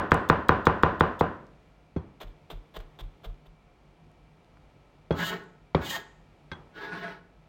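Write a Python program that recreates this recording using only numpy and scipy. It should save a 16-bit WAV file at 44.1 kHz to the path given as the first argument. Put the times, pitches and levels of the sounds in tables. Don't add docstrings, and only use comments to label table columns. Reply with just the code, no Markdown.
import sys
import numpy as np
from scipy import signal
from scipy.fft import rfft, irfft, next_fast_len
from scipy.io import wavfile
from scipy.ndimage import uniform_filter1d, map_coordinates

SR = 44100
rng = np.random.default_rng(int(sys.argv[2]) if len(sys.argv) > 2 else 0)


def bounce(signal):
    frames = np.transpose(np.atleast_2d(signal))
    limited = np.clip(frames, -1, 1)
    pcm = np.round(limited * 32767).astype(np.int16)
    wavfile.write(sys.argv[1], SR, pcm)


def boost_factor(decibels):
    exponent = np.asarray(decibels, float) / 20
    return 10 ** exponent


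N = 330155
TIME_S = np.arange(N) / SR


def unit(x):
    return x / np.sqrt(np.mean(x ** 2) + 1e-20)


def along(points, hz):
    table = np.transpose(points)
    return np.interp(np.log(hz + 1), np.log(table[0] + 1), table[1])


def wobble(rate_hz):
    knots = rng.standard_normal(int(N * rate_hz / SR) + 4)
    return map_coordinates(knots, [np.arange(N) * rate_hz / SR])


def filtered(x, response):
    size = next_fast_len(len(x) + 8192)
    return irfft(rfft(x, size) * response(np.fft.rfftfreq(size, 1 / SR)), size)[:len(x)]


def coloured(x, curve):
    return filtered(x, lambda f: boost_factor(along(curve, f)))


def resonance(hz, width_hz):
    return lambda f: 1j * f * width_hz / (hz * hz - f * f + 1j * f * width_hz)


def add(track, start_s, sound):
    at = round(start_s * SR)
    part = track[max(at, 0):at + len(sound)]
    part += sound[max(-at, 0):][:len(part)]


def ramp(x):
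    return np.sin(np.pi / 2 * np.minimum(x, 1)) ** 2


def ring(modes, t, spread_db):
    total = 0
    for k, (hz, db, t60_s) in enumerate(modes):
        decay = boost_factor(db + spread_db * rng.standard_normal() - 60 * t / t60_s)
        total = total + (-1) ** k * decay * np.sin(2 * np.pi * hz * t)
    return total


def grains(lump_db):
    return unit(rng.standard_normal(N) * boost_factor(lump_db * rng.exponential(size=N)))


# (frequency [Hz], t60 [s])
ROOM_T60 = [(60, 0.41), (160, 0.6), (420, 0.61), (1100, 0.47), (2000, 0.53), (3000, 0.41), (7700, 0.6),
            (16000, 0.15)]


def tail(colour):
    hz, t, z = signal.stft(rng.standard_normal(SR * 3 // 4), SR, nperseg=512)
    z = z * boost_factor(-60 * t / along(ROOM_T60, hz)[:, None])
    answer = coloured(signal.istft(z, SR, nperseg=512)[1], colour)
    answer_s = np.arange(len(answer)) / SR
    answer = answer * (1 - np.exp(-(answer_s / .009) ** 2))
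    return answer / np.linalg.norm(answer)


# (frequency [Hz], density [dB per Hz])
AIR_SPECTRUM = [(15, -32.5), (25, -11), (53, 2.5), (76, -12.5), (92, -1.5), (124, -9.5), (154, 4.5),
                (176, -8), (719, -15), (823, -15), (1340, -23), (1490, -26.5), (2370, -24), (14900, -54),
                (16200, -49)]
# (frequency [Hz], level [dB rms])
FRIDGE_LINES = [(48.4, -69.5), (150.7, -71.5), (613.7, -83.5), (710.6, -76.5), (1303, -80.5), (1405, -85),
                (1604, -90), (2320, -85)]


def fridge():
    noise = rng.standard_normal(N)
    air = boost_factor(-58.5 + .8 * wobble(3)) * unit(coloured(noise, AIR_SPECTRUM))
    hum = np.zeros(N)
    for hz, db in FRIDGE_LINES:
        level = boost_factor(db + 3 + 2 * wobble(6))
        hum += level * np.sin(2 * np.pi * hz * TIME_S + 1.5 * wobble(4))
    whine = boost_factor(-84) * unit(filtered(rng.standard_normal(N), resonance(2340, 30)))
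    return air + hum + whine


# (time [s], peak [dB], pitch [Hz])
SNAPS = [(0.1439, -20, 8000), (1.468, -48, 5030), (2.7907, -42, 6930), (3.224, -58, 9240),
         (3.344, -50.5, 3200), (4.116, -54.5, 8950), (4.446, -49.5, 3400), (4.572, -42, 1394),
         (5.126, -39, 5060), (5.439, -48, 8220)]


def ticks():
    out, t = np.zeros(N), np.arange(SR // 50) / SR
    for start_s, db, hz in SNAPS:
        add(out, start_s, boost_factor(db) * np.sin(2 * np.pi * hz * t) * np.exp(-t * hz / 0.78))
    return out


# (time [s], pressure [dB], speed [dB], blade mode nearest the contact [Hz])
DRAGS = [
    [(5.15, -46.5, -58, 1300), (5.188, -35.5, -43, 1610), (5.234, -27, -38.5, 1740),
     (5.256, -39, -37.5, 1620), (5.294, -36.5, -38, 1870), (5.322, -32.5, -45.5, 1360),
     (5.342, -34, -45.5, 1315), (5.398, -51, -64, 1280), (5.44, -56.5, -69, 1560)],
    [(5.82, -40.5, -52.5, 1500), (5.85, -39, -44, 1940), (5.902, -40, -37.5, 2030), (5.91, -36, -37, 1890),
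     (5.964, -33.5, -41, 1820), (5.986, -43.5, -51, 1720), (6.03, -57, -64, 1680)],
    [(6.76, -47.5, -57.5, 1550), (6.782, -41.5, -55.5, 1510), (6.854, -40, -52.5, 1530),
     (6.908, -41, -59, 1440), (6.934, -34, -55, 1460), (7.004, -43.5, -53, 1470), (7.044, -35.5, -53, 1580),
     (7.126, -43.5, -57, 1410), (7.2, -62.5, -75, 1560)],
]
# (board rumble [dB], favoured board mode [Hz], favoured edge mode [Hz], hiss [dB])
DRAG_LEAN = [
    (3.5, 130, 3300, -0.5),
    (-4, 87, 3380, 1),
    (-2, 210, 3400, -4),
]
# (frequency [Hz], width [Hz], level [dB])
BLADE_MODES = [(560, 45, -8), (680, 45, -3), (880, 40, -4), (1080, 40, -7), (1300, 35, -2), (1460, 40, -2),
               (1650, 35, -1), (1830, 30, -3), (2000, 45, -7), (2220, 45, -8)]
EDGE_MODES = [(2470, 150, 4.5), (2950, 93, 11.5), (3200, 120, 8), (3510, 80, 3), (3800, 59, 4),
              (4420, 110, -4), (4870, 670, -19)]
WOOD_MODES = [(175, 12, 5.5), (335, 50, -12.5), (405.2, 60, 2)]
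# (frequency [Hz], density [dB per Hz])
HISS_SPECTRUM = [(3000, -24), (4800, -2), (5600, -5), (6900, 0), (8400, -9), (10000, -14), (12000, -11),
                 (14900, -6), (16200, -12)]
HISS_DB, HISS_GROWS = -44.5, 1.1
RUMBLE_DB, RUMBLE_FADES = -9.5, .5
WOOD_FOLLOWS = 2.2
RASP_DB, GRIT_DB = -6.5, -8.5


def scrapes():
    fade = np.array([.06, -40, -40, 0])
    rows, starts_s = [], []
    for stroke in map(np.array, DRAGS):
        rows += [stroke[0] + fade * [-1, 1, 1, 0], stroke, stroke[-1] + fade]
        starts_s.append(stroke[0][0] - fade[0])
    rows = np.vstack(rows)
    press_db, speed_db, blade_hz = [np.interp(TIME_S, rows[:, 0], c) for c in rows[:, 1:].T]
    stroke_now = np.maximum(np.searchsorted(starts_s, TIME_S) - 1, 0)
    lean_db, lean_hz, edge_hz, shine_db = np.array(DRAG_LEAN)[stroke_now].T
    fast_db = speed_db + 40
    wood_hz = np.clip(lean_hz * (blade_hz / 1450) ** WOOD_FOLLOWS, 170, 420)
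    rub = grains(lump_db=1.2) * boost_factor(1.5 * wobble(60))

    def mode(hz, width_hz):
        sharp, broad = resonance(hz, .7 * width_hz), resonance(hz, .7 * hz)
        return filtered(rub, lambda f: sharp(f) * broad(f))

    def sing(modes, peak_hz, reach):
        total = np.zeros(N)
        for hz, width_hz, db in modes:
            near_db = 8.5 * np.exp(-(np.log(hz / peak_hz) / reach) ** 2) + 3.5 * wobble(13)
            total += boost_factor(db) * boost_factor(near_db) * mode(hz, width_hz)
        return total / np.sqrt(np.abs(uniform_filter1d(total * total, SR // 10)) + 1e-12)

    def scratch(hz, width_hz):
        return unit(filtered(rub, lambda f: resonance(hz, width_hz)(f) ** 2))

    blade = boost_factor(press_db - 2.5) * sing(BLADE_MODES, blade_hz, reach=.07)
    edge = boost_factor(speed_db - 0.95) * sing(EDGE_MODES, edge_hz, reach=.12)
    rumble_db = press_db + RUMBLE_DB + lean_db - RUMBLE_FADES * np.maximum(fast_db, -15)
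    board = boost_factor(rumble_db) * sing(WOOD_MODES, wood_hz, reach=0.67)
    hiss = boost_factor(HISS_DB + shine_db + HISS_GROWS * fast_db) * unit(coloured(rub, HISS_SPECTRUM))
    rasp = boost_factor(press_db + RASP_DB) * scratch(950, 960)
    grit = boost_factor(speed_db + GRIT_DB) * scratch(3542, 1700)
    return blade + edge + board + hiss + rasp + grit


# (start [s], length [s], level [dB], loudest moment [0-1], counter shake [dB])
ROCKING_CUTS = [
    (2.201, 0.043, -43, 0.08, -41),
    (2.5, 0.032, -42, 0.08, -38),
    (2.739, .036, -42, 0.87, -38.5),
    (2.802, 0.0112, -54, 0.1, -45),
    (2.988, 0.029, -43.5, .05, -36.5),
    (3.233, .032, -44.5, 0.7, -35.5),
    (3.456, 0.016, -57, 0.63, -53),
]
# (frequency [Hz], density [dB per Hz])
ROCKING_CRUNCH = [(180, -32), (300, 4.5), (949, 2.5), (1880, -8), (2860, -12), (3670, -14), (5570, -23),
                  (7770, -25.5), (9980, -31), (14700, -18.5), (16200, -34.5)]
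CHOP_CRUNCH = [(1650, -44), (2800, -6.5), (3410, 6), (4260, -12.5), (8120, -12.5), (9550, -26),
               (15100, -12.5), (16200, -22.5)]
BITE_DB, BITE_TOP, BITE_SHAKE_DB = -39.5, .15, -40.5


def cuts():
    t = np.arange(SR // 4) / SR
    fast, slow, shake = np.zeros(N), np.zeros(N), np.zeros(N)
    bites = [(s - lead_s, lead_s, BITE_DB + db, BITE_TOP, BITE_SHAKE_DB + db)
             for s, db, _, lead_s in CHOP_BLOWS]
    swing = np.sin(2 * np.pi * 37 * t) + 0.2 * np.sin(2 * np.pi * 92 * t)
    rock = swing * (t / 0.041) * np.exp(1 - (t / 0.053) ** 2)
    for start_s, length_s, db, top, shake_db in bites + ROCKING_CUTS:
        top = np.clip(top, .02, .95)
        progress = [0, top / 2, top, (top + 1) / 2, 1.15, 3]
        push = boost_factor(db) * np.interp(t / length_s, progress, [0.11, 0.56, 1.1, .9, 0.14, 0.015])
        add(fast if start_s < 2 else slow, start_s, push)
        spot = boost_factor(1.2 * rng.standard_normal())
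        thud = np.sin(2 * np.pi * 185 * spot * t) + .4 * np.sin(2 * np.pi * 470 * spot * t)
        thud = thud * boost_factor(-60 * t / 0.13) * (1 - np.exp(-t / 0.0022))
        add(shake, start_s + length_s - .008, boost_factor(shake_db) * rock + boost_factor(db + 0.5) * thud)

    def rocking_colour(f):
        gap = 1 + 3 * np.abs(resonance(3450, 750)(f)) ** 2
        return boost_factor(along(ROCKING_CRUNCH, f)) * gap

    burst = grains(lump_db=2) * boost_factor(2.2 * wobble(150))
    chop_crunch = fast * unit(coloured(burst, CHOP_CRUNCH))
    return chop_crunch + slow * unit(filtered(burst, rocking_colour)), shake


# (frequency [Hz], level [dB], t60 [s])
BOARD_MODES = [(80, -4, .18), (115, -9, .1), (158, -1, .14), (270, 0, .035), (382, -7, .15),
               (490, -1, .045), (555, -4, .07), (870, -10, .05)]
STEEL_MODES = [(930, -2, .07), (1560, 0, .08), (2100, -4, .06), (2550, -6, .05), (3330, -6, .16),
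               (3850, -13, .07), (4300, -13, .07), (5000, -13, .03), (6100, -19, .08), (8100, -28, .05)]
# (frequency [Hz], width [Hz], level [dB])
SLAP_BANDS = [(1300, 580, 1), (2100, 900, 0.5), (3400, 890, 0.5), (6260, 830, -32), (15330, 3000, -39.5)]
# (delay [s], level [dB])
WALL_ECHOES = [(.0079, -11), (.0112, -17), (.0195, -14), (.0283, -13), (.031, -15)]
THUMP_HZ, THUMP_T60_S, THUMP_DB = 508, 0.019, -2


def knock(out, room, colour, start_s, db, hz, boom_db, slap_db, room_db, steel_db, slap_t60_s):
    t = np.arange(SR // 2) / SR
    contact_s = min(4.3 / hz, .009)
    u = np.minimum(t / contact_s, 1)
    turns = hz * contact_s * u * (1.5 - .56 * u)
    bend = ramp(u / .2) * ramp((1 - u) / .22) * np.sin(2 * np.pi * turns) * .9
    reached = [(f, g - 9 * np.log10(1 + (f / hz) ** 2), t60_s) for f, g, t60_s in BOARD_MODES]
    onset = ramp(t / .004)
    boom = boost_factor(boom_db) * ring(reached, t, spread_db=1) * onset

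    def slap_colour(f):
        bands = sum(boost_factor(g + 21.0) * resonance(c, w)(f) ** 2 for c, w, g in SLAP_BANDS)
        return bands / (1 + 1j * f / (3 * hz)) ** 2

    puff = boost_factor(-60 * t / slap_t60_s) * rng.standard_normal(len(t)) * (1 - np.exp(-t / .0003))
    slap = boost_factor(slap_db) * filtered(puff, slap_colour)
    steel = boost_factor(steel_db) * ring(STEEL_MODES, t, spread_db=2) * onset
    steel = steel * boost_factor(4 * wobble(200)[:len(t)])
    late_s = np.maximum(t - 0.71 * contact_s, 0)
    thump = boost_factor(THUMP_DB - 60 * late_s / THUMP_T60_S) * np.sin(2 * np.pi * THUMP_HZ * late_s)
    add(out, start_s, boost_factor(db) * (bend + thump + boom + slap + steel))
    for delay_s, wall_db in WALL_ECHOES:
        add(out, start_s + delay_s, -boost_factor(db + wall_db + room_db - 3) * bend)
    echo = room + .5 * tail(colour)
    soft = lambda f: 1 / (1 + 1j * f / (0.66 * hz))
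    add(out, start_s, boost_factor(db + room_db + 18.5) * filtered(echo, soft))


# (time [s], peak [dB], bending pitch [Hz], crunch through the clove before [s])
CHOP_BLOWS = [
    (-.062, 0, 1220, .012),
    (0.118, -2, 1274, 0.01),
    (0.2989, -2, 1167, .011),
    (.4920, -1.5, 1205, 0.0078),
    (0.6687, -3, 1128, .016),
    (0.8337, -3, 1165, 0.0065),
    (1.0078, -4.5, 1127, .012),
    (1.2093, -9, 840, 0.018),
]
# (time [s], peak [dB], bending pitch [Hz], board boom [dB], steel [dB])
LAY_BLOWS = [
    (1.9618, -21.5, 268, -1, -30.5),
    (5.1065, -13.5, 402, -6, -25.5),
    (5.7469, -14.5, 817, -3, -33),
    (6.5156, -32, 1496, -3.5, -2.5),
]
# (frequency [Hz], density [dB per Hz])
CHOP_ROOM = [(35, -34), (60, -7), (269, -10), (670, -7.5), (736, -7.5), (808, -10.5), (867, -8), (1020, 0),
             (1120, -5), (1490, -4), (2210, -17.5), (2930, -16.5), (9910, -55), (15100, -59), (16200, -70)]
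LAY_ROOM = [(35, -24), (60, 4.5), (518, -3), (670, -3.5), (998, 0.5), (1790, -7.5), (2210, -10.5),
            (3970, -16), (10600, -34), (14800, -40), (16200, -65.5)]
CHOP_BOOM_DB, CHOP_SLAP_DB, CHOP_ROOM_DB = -15.5, -21, -4
SOFT_SHARE = 0.53
LAY_SLAP_DB, SLAP_DB_PER_OCTAVE, LAY_ROOM_DB = -11.5, 2.5, -9
CHOP_SLAP_T60_S, LAY_SLAP_T60_S = 0.0099, 0.036


def knocks():
    out, room = np.zeros(N), tail(CHOP_ROOM)
    for start_s, db, hz, _ in CHOP_BLOWS:
        lift_db = -SOFT_SHARE * db
        knock(out, room, CHOP_ROOM, start_s, db, hz, CHOP_BOOM_DB + lift_db, CHOP_SLAP_DB + lift_db,
              CHOP_ROOM_DB + lift_db, -90, CHOP_SLAP_T60_S)
    for start_s, db, hz, boom_db, steel_db in LAY_BLOWS:
        slap_db = LAY_SLAP_DB + SLAP_DB_PER_OCTAVE * np.log2(hz / 1000)
        knock(out, 4 * tail(LAY_ROOM), LAY_ROOM, start_s, db, hz, boom_db, slap_db,
              LAY_ROOM_DB, steel_db, LAY_SLAP_T60_S)
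    return out


# (frequency [Hz], level [dB])
LIGHT_ROOM = [(100, 3.5), (1500, -0.5), (3500, -5.5), (7000, -7), (16000, -12)]


def scene():
    crunch, shake = cuts()
    light = crunch + scrapes() + ticks()
    wet = boost_factor(-16.5) * signal.fftconvolve(light, tail(LIGHT_ROOM))[:N]
    return (knocks() + light + wet + shake + fridge())[None]


def band_limit(x):
    return signal.sosfilt(signal.butter(12, 16650, fs=SR, output="sos"), x)


# (frequency [Hz], gain [dB])
TREBLE_SHAPE = [(11000, 0), (12800, 0), (14000, -0.5), (15600, 0.5), (16200, 5.5), (16400, -70.5)]


def record(dry):
    top = .67
    rounded = dry[0] / (1 + np.abs(dry[0] / top) ** 4) ** (1 / 4)
    return band_limit(coloured(rounded, TREBLE_SHAPE)[None])


dry = scene()
out = record(dry)
bounce(out)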